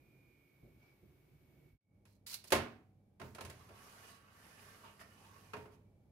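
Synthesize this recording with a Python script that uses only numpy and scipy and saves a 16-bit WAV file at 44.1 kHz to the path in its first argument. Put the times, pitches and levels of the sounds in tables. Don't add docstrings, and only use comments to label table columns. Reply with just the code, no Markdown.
import sys
import numpy as np
from scipy import signal
from scipy.fft import rfft, irfft, next_fast_len
from scipy.io import wavfile
from scipy.ndimage import uniform_filter1d

SR = 44100
rng = np.random.default_rng(int(sys.argv[2]) if len(sys.argv) > 2 else 0)


def put_to_file(sound):
    columns = np.atleast_2d(sound).T
    safe = np.clip(columns, -1, 1)
    whole_steps = np.round(safe * 32767)
    wavfile.write(sys.argv[1], SR, whole_steps.astype(np.int16))


N = 269451
TIME = np.arange(N) / SR
SILENCE_S = 1.782


def amp(db):
    return 10 ** (np.asarray(db) / 20)


def unit(x):
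    return x / np.sqrt(np.mean(x ** 2) + 1e-20)


def read(points, hz):
    table_hz, value = np.transpose(points)
    return np.interp(np.log(hz + 1), np.log(table_hz + 1), value)


def shape(x, db_at):
    size = next_fast_len(x.shape[-1] + 2048)
    gain = amp(db_at(np.fft.rfftfreq(size, 1 / SR)))
    return irfft(rfft(x, size) * gain, size)[..., :x.shape[-1]]


def lift(modes, hz):
    return sum(db / (1 + (2 * (hz - centre) / width) ** 2) for centre, width, db in modes)


# pitch_hz, correlation
CHANNEL_CORRELATION = [(30, .75), (70, .97), (190, .96), (280, .75), (650, .68), (1100, .25), (2200, 0),
                       (16000, 0)]


def port_noise(size):
    common, apart = rfft(rng.standard_normal((2, size)))
    alike = np.clip(read(CHANNEL_CORRELATION, np.fft.rfftfreq(size, 1 / SR)), -.99, .99)
    mid = common * np.sqrt((1 + alike) / 2)
    side = apart * np.sqrt((1 - alike) / 2)
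    return irfft(np.array([mid + side, mid - side]), size)


def wander(knots_per_s):
    knots = rng.standard_normal(4096)
    return unit(np.interp(TIME * knots_per_s, np.arange(len(knots)), knots))


def held(start, length, attack_s, release_s):
    attack = np.clip((TIME - start) / attack_s, 0, 1)
    return attack * np.exp(-np.maximum(TIME - start - length, 0) / release_s)


def arch(start, length):
    half_sine = np.sin(np.pi * np.clip((TIME - start) / length, 0, 1))
    return np.maximum(half_sine, 0) ** 0.5


def swell(peak_s, width_s, rise_db):
    return amp(rise_db * np.exp(-((TIME - peak_s) / width_s) ** 2))


def fades():
    fade_out_s, fade_in_s = 0.095, 0.17
    kitchen_gain = np.clip((SILENCE_S - TIME) / fade_out_s, 0, 1)
    oven_gain = np.clip((TIME - SILENCE_S) / fade_in_s, 0, 1) ** 2.06
    return kitchen_gain, oven_gain


def tones(lines, waver_db):
    out = 0
    for hz, db in lines:
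        level = np.sqrt(2) * amp(db + waver_db * wander(3.2))
        out = out + level * np.sin(2 * np.pi * (hz * TIME + rng.random()))
    return out


# pitch_hz, t60_s
CAVITY_DECAY = [(60, 0.42), (200, 0.66), (500, 0.39), (1500, 0.43), (3000, 0.38), (6000, 0.26),
                (12000, .21)]


def cavity(noise, crack_db, crack_s, build_cycles):
    size = noise.shape[-1]
    t, hz, spectrum = np.arange(size) / SR, np.fft.rfftfreq(size, 1 / SR), rfft(noise)
    crack = amp(crack_db) * np.exp(-t / crack_s)
    centres = np.geomspace(60, 15000, 9)
    out = 0
    for centre, share in zip(centres, np.eye(len(centres))):
        band = irfft(spectrum * np.interp(np.log(hz + 1), np.log(centres), share), size)
        rise = 1 - np.exp(-t / (build_cycles / centre + 0.00081))
        decay = amp(-60 * t / read(CAVITY_DECAY, centre))
        out = out + band * rise * (decay + crack)
    return out


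def friction(gain, db_at, smooth, patchy_db, echo_db, slips_per_s=450, streak_db=2.0):
    slips = (rng.random(N) < slips_per_s / SR) * np.sqrt(rng.exponential(1, N))
    grain = unit(signal.lfilter([1], [1, -np.exp(-1 / (0.0022 * SR))], slips))
    hz, t, z = signal.stft(port_noise(N) * (grain + smooth), SR, nperseg=1024, noverlap=768)
    hz = hz[:, None]

    def blotches(bins, frames):
        field = rng.standard_normal(z.shape[1:])
        return unit(uniform_filter1d(uniform_filter1d(field, size=bins, axis=0), size=frames, axis=1))

    shift_db = patchy_db * blotches(24, 5) + streak_db * blotches(2, 14)
    shift_db = shift_db * np.minimum(hz / 1100, 1)
    z = z * amp(db_at(hz, t) + shift_db)
    rub = gain * unit(signal.istft(z, SR, nperseg=1024, noverlap=768)[1][:, :N])
    walls = cavity(port_noise(SR // 2), crack_db=-14.0, crack_s=0.0073, build_cycles=0.89)
    echo = signal.fftconvolve(rub, walls / np.linalg.norm(walls[0]), axes=1)[:, :N]
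    return rub + amp(echo_db) * echo


# (relative, per Hz)
KITCHEN_SPECTRUM = [(15, -58), (25, -55), (53, -5), (97, -7.5), (130, -4.5), (200, -10.5), (363, -11),
                    (416, -14.5), (962, -25.5), (1940, -27), (2280, -23), (2910, -29.5), (7920, -39),
                    (14800, -28.5), (16000, -58)]
# pitch_hz, width_hz, lift_db
KITCHEN_MODES = [(134.4, 16, 7.5), (279, 11, 6.5), (351, 30, 6.5)]


def kitchen(air_db=-66, rumble_db=-2, hiss_db=-4, lumpy_db=1.55):
    def colour_db(hz):
        return read(KITCHEN_SPECTRUM, hz) + lift(KITCHEN_MODES, hz)

    air = amp(air_db) * unit(shape(port_noise(N), colour_db))
    rumble = shape(air, lambda hz: read([(600, 0), (1500, -30)], hz))
    hiss = air - rumble
    low = rumble * amp(rumble_db + lumpy_db * wander(13.6)) + bumps()
    balance = amp([[-1.2], [.8]])
    return (low * balance + amp(hiss_db) * hiss + rustle()) * fades()[0]


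# pitch_hz, level_db (relative)
LOWER_WHINE = [(2218, -84), (2266, -84.5)]
# pitch_hz, level_db (relative)
UPPER_WHINE = [(2412, -84), (2460, -88.5)]


def whine(lower_db=-7, upper_db=-17, recede_db_per_s=34):
    lower = amp(lower_db) * tones(LOWER_WHINE, waver_db=-1)
    lower = lower * swell(peak_s=0.51, width_s=0.35, rise_db=9.5)
    lower = lower * swell(peak_s=1.75, width_s=0.18, rise_db=6.5)
    upper = amp(upper_db) * tones(UPPER_WHINE, waver_db=1.5)
    upper = upper * swell(peak_s=.2, width_s=0.51, rise_db=19.5)
    recede = amp(-recede_db_per_s * np.maximum(TIME - SILENCE_S, 0))
    balance = amp([[-5], [3]])
    return (lower + upper) * sum(fades()) * recede * balance


# start_s, level_db (before envelope and balance), upper_edge_hz
BUMPS = [(0.621, -59, 540), (.745, -63.5, 130), (1.021, -60, 334), (1.09, -77, 190), (1.305, -61.5, 127),
         (1.41, -70, 140), (1.635, -63.5, 330), (1.728, -56.5, 89)]


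def bumps(slope_db_per_octave=13):
    attack_s, release_s = 0.012, 0.063
    noise = shape(port_noise(N), lambda hz: read(KITCHEN_SPECTRUM, hz))
    out = 0
    for s, db, edge_hz in BUMPS:
        dull = unit(shape(noise, lambda hz: -slope_db_per_octave * np.log2(np.maximum(hz / edge_hz, 1))))
        out = out + amp(db) * held(s, attack_s, attack_s, release_s) * dull
    return out


# (relative, per Hz)
RUSTLE_SPECTRUM = [(500, 5), (2050, -8), (2290, 13.5), (2550, -6), (3500, -11.5), (5200, -8), (9000, -28)]


def rustle(start_s=0.777, length_s=0.17, level_db=-72.5):
    return friction(amp(level_db) * arch(start_s, length_s), lambda hz, t: read(RUSTLE_SPECTRUM, hz),
                    smooth=3.0, patchy_db=2.0, echo_db=-6)


# (relative, per Hz)
OVEN_SPECTRUM = [(25, -28), (55, -7.5), (110, -4), (200, -8.5), (380, -17), (600, -20.5), (800, -29.5),
                 (1000, -33.5), (1500, -39.5), (3400, -44.5), (8000, -49.5), (11500, -45.5), (16000, -53.5)]
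# pitch_hz, width_hz, lift_db
OVEN_MODES = [(825, 48, 8.5), (2300, 120, 12)]
# pitch_hz, level_db (before fade, swell and balance)
MAINS = [(100, -73.5), (200, -79.5), (300, -91.5)]


def oven(rush_db=-70.5):
    def colour_db(hz):
        return read(OVEN_SPECTRUM, hz) + lift(OVEN_MODES, hz)

    rush = amp(rush_db) * unit(shape(port_noise(N), colour_db))
    hum = tones(MAINS, waver_db=0.5)
    balance = amp([[-.7], [.7]])
    return (rush + hum) * fades()[1] * swell(peak_s=5.7, width_s=0.73, rise_db=3.5) * balance


def ring(modes, colour_db):
    t, out = np.arange(SR) / SR, 0
    for k, (hz, db, t60) in enumerate(modes):
        apart = (-1) ** k * np.arccos(np.clip(read(CHANNEL_CORRELATION, hz), -1, 1)) / 2
        phase = k * np.pi + np.array([[apart], [-apart]])
        out = out + amp(db + colour_db(hz) - 60 * t / t60) * np.sin(2 * np.pi * hz * t + phase)
    return out * (1 - np.exp(-t / 0.00059))


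# start_s, strength_db (relative), thump_db (loaded pan), treble_db (contact),
# rack_share (part of the ring in the rack, 0-1)
KNOCKS = [(2.053, -65.5, -27, 2, 0.6), (2.44, -61, -13, 11, 0.2), (2.504, -51.5, -7.5, 9.5, 0.45),
          (2.521, -22.5, -0.5, -2, 0.12), (2.551, -40.5, 10, 2, 0), (3.198, -49.5, -6, -9.5, 0),
          (3.214, -44, 11.5, -12, 0.47), (3.348, -51, -13, 0, 0.3), (3.383, -44.5, -21, -13, 0.37),
          (3.4079, -45.5, -17, 1, 0.42), (3.449, -49, -10, 2.5, 0.53), (3.498, -52, -9, 1.5, 0),
          (3.689, -57, 19, -6, 0.52), (3.703, -54, -4, -42, 0.15), (5.534, -37, -5.5, -14, 0.83),
          (5.566, -50, 0, -10.5, 0.14), (5.655, -53, -12, -23, 0.3)]
# (relative, per Hz)
BLOW_SPECTRUM = [(25, -43.5), (55, -9.5), (90, -2), (165, -6), (250, -2.5), (480, -4.5), (660, -2.5),
                 (840, -6), (1100, -6), (2500, -8), (4500, -16), (7500, -18), (10500, -14), (16000, -27)]
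# pitch_hz, level_db (relative), t60_s
PAN_MODES = [(100, -11, .5), (133, -11, .5), (232, -5, .47), (257, -9, .4), (360, 0, .35), (393, 2, .33),
             (431, -4, .4), (538, 1, .34), (580, -7, .3), (617, 2, .3), (650, -2, .3), (704, -2, .3),
             (750, -24.5, 1.15), (888, -1, .3), (926, -2, .3), (1048, 1, .35), (1087, -10, .5),
             (1195, -6, .32), (1330, -7, .3), (1547, -4, .25), (1707, -8, .35), (1899, -4, .25),
             (2205, -6, .25), (2700, -6, .27), (2960, -12, .35), (3275, -7, .26), (3884, -8, .26)]
# pitch_hz, level_db (relative), t60_s
RACK_MODES = [(199, -8, .5), (413, 0, .6), (431, 0, .65), (931, 1, .5), (955, 0, .22), (1065, 4, .13),
              (1350, 6, .09), (1437, -8, .3), (1635, 3, .12), (2466, -2, .3), (2560, 4, .09),
              (2765, 0, .22), (2880, 0, .07)]


def knocks(ring_db=-13.0, wash_db=-6, rack_wash_db=-5):
    out = np.zeros((2, N + SR))
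    for s, db, thump_db, treble_db, rack_share in KNOCKS:
        def colour_db(hz):
            return read([(110, thump_db), (350, 0.017), (1300, 0), (8000, treble_db)], hz)

        share = np.clip(rack_share, 0, 1)
        blow = unit(shape(port_noise(SR), lambda hz: read(BLOW_SPECTRUM, hz)))
        wash = cavity(shape(blow, colour_db), crack_db=7.5, crack_s=0.0067, build_cycles=1.0)
        metal = (1 - share) * ring(PAN_MODES, colour_db) + share * ring(RACK_MODES, colour_db)
        start = round(s * SR)
        knock = amp(wash_db + share * rack_wash_db) * wash + amp(ring_db) * metal
        out[:, start:start + SR] += amp(db) * knock
    return out[:, :N]


# start_s, length_s, level_db (of the direct rub, before the lean)
BRUSHES = [(2.067, 0.043, -79.5), (2.11, .055, -83), (2.263, .091, -50.5), (2.339, .009, -48.5),
           (2.445, .047, -70), (2.472, .012, -60.5)]
# (relative, per Hz)
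PAPER_SPECTRUM = [(200, -25), (700, -14.5), (1250, -11.5), (1750, -10.5), (2400, -5.5), (3200, -7.5),
                  (4300, -1), (6000, -6), (8500, -6.5), (10500, -3.5), (14500, -7.5), (16000, -10.5)]


def paper(attack_s=0.0037, release_s=0.0068):
    contact = sum(amp(db) * held(s, length, attack_s, release_s) for s, length, db in BRUSHES)
    return friction(contact, lambda hz, t: read(PAPER_SPECTRUM, hz),
                    smooth=1.8, patchy_db=0.4, echo_db=-8.0, streak_db=0.0)


# start_s, level_db (before envelope and lean)
ROCKS = [(2.522, -48.5), (3.212, -51), (3.41, -54), (3.585, -67), (5.551, -56)]


def boom(attack_s=0.035, release_s=0.091):
    gain = sum(amp(db) * held(s, attack_s, attack_s, release_s) for s, db in ROCKS)
    spectrum = [(25, -35), (50, -9.5), (90, 3), (160, -4), (260, -10), (700, -38)]  # Hz, dB
    return gain * unit(shape(port_noise(N), lambda hz: read(spectrum, hz)))


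# start_s, length_s, grind_db, hiss_db (both before unsteadiness and lean), contact_resonance_hz
PUSHES = [(3.445, 0.31, -70.5, -71.5, 1110), (3.704, 0.49, -64.5, -64, 1340),
          (4.066, 0.059, -84, -64.5, 1330), (4.12, 0.37, -71, -76, 1320), (4.31, 0.65, -66, -66, 1700),
          (4.833, 0.083, -61, -86, 990), (4.992, 0.039, -62.5, -64, 1290), (5.21, .065, -70, -82, 830),
          (4.863, 0.83, -70, -70.5, 1000), (5.705, 0.061, -74.5, -77, 1020)]
# (relative, per Hz)
GRIND_SPECTRUM = [(130, -32), (225, 8), (320, -22.5), (430, 2.5), (700, -4.5), (920, -2.5), (1250, -5),
                  (2000, -4.5), (3000, -6), (4500, -22), (8000, -26)]
# (relative, per Hz)
HISS_SPECTRUM = [(1500, 2), (3300, -5.5), (5000, -4), (7500, -6.5), (10500, -1.5), (13000, -5.5),
                 (16000, -18)]
# pitch_hz, width_hz, lift_db
SLIDE_MODES = [(418.4, 31, 11.5), (485, 50, -3.5), (852, 60, 2.5), (1120, 26, 8.5), (1184, 46, 5),
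               (1760, 23, 3.5), (2600, 16, -1.5), (2950, 52, 4.5)]


def slide(contact_db=5, contact_octaves=0.37, unsteady_db=.5):
    starts, lengths, grind_db, hiss_db, contact_hz = np.transpose(PUSHES)
    strokes = np.array([arch(s, length) for s, length in zip(starts, lengths)])
    speeds = strokes * amp(unsteady_db * wander(21.9))

    def grind_colour(hz, t):
        contact_now_hz = np.interp(t, starts + lengths / 2, contact_hz)
        octaves = np.log2((hz + 1) / contact_now_hz)
        contact_peak = contact_db * np.exp(-(octaves / contact_octaves) ** 2)
        return read(GRIND_SPECTRUM, hz) + lift(SLIDE_MODES, hz) + contact_peak

    def pushed(db):
        return np.linalg.norm(amp(db)[:, None] * speeds, axis=0)

    grind = friction(pushed(grind_db), grind_colour, smooth=1.3, patchy_db=1.8, echo_db=-2, streak_db=3.0)
    hiss = friction(pushed(hiss_db), lambda hz, t: read(HISS_SPECTRUM, hz),
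                    smooth=5.8, patchy_db=1.0, echo_db=-4.5)
    return grind + hiss + catches(pushed(grind_db))


def catches(gain, catches_per_s=50, level_db=-2.5, damping_db_per_s=260):
    modes = [mode for mode in RACK_MODES + PAN_MODES if 800 < mode[0] < 3000]
    t, out = np.arange(SR // 2) / SR, np.zeros((2, N))
    chance, size, which = rng.random((3, N))
    clicks = gain * size * (chance < catches_per_s / SR)
    chosen = np.floor(which * len(modes))
    for k, (hz, _, t60) in enumerate(modes):
        decay = amp(-(60 / t60 + damping_db_per_s) * t)
        ping = decay * np.sin(2 * np.pi * (hz * t + rng.random((2, 1))))
        out += signal.oaconvolve((clicks * (chosen == k))[None], ping, axes=1)[:, :N]
    return amp(level_db) * out


# pitch_hz, left_minus_right_db
LEAN = [(100, -0.9), (390, -2.5), (630, -2), (1000, -2.5), (2400, -5.5), (3300, -2.5), (4500, -13),
        (6800, -9), (8600, 2), (11000, 1.5), (15000, -1)]


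def scene():
    background = kitchen() + whine() + oven()
    left, right = knocks() + paper() + boom() + slide()
    left = shape(left, lambda hz: read(LEAN, hz) / 2)
    right = shape(right, lambda hz: -read(LEAN, hz) / 2)
    return background + np.array([left, right])


def record(dry, edge_hz=15800):
    lowpass = signal.firwin(511, edge_hz, window=("kaiser", 9), fs=SR)
    return signal.oaconvolve(dry, lowpass[None], "same")


dry = scene()
out = record(dry)
put_to_file(out)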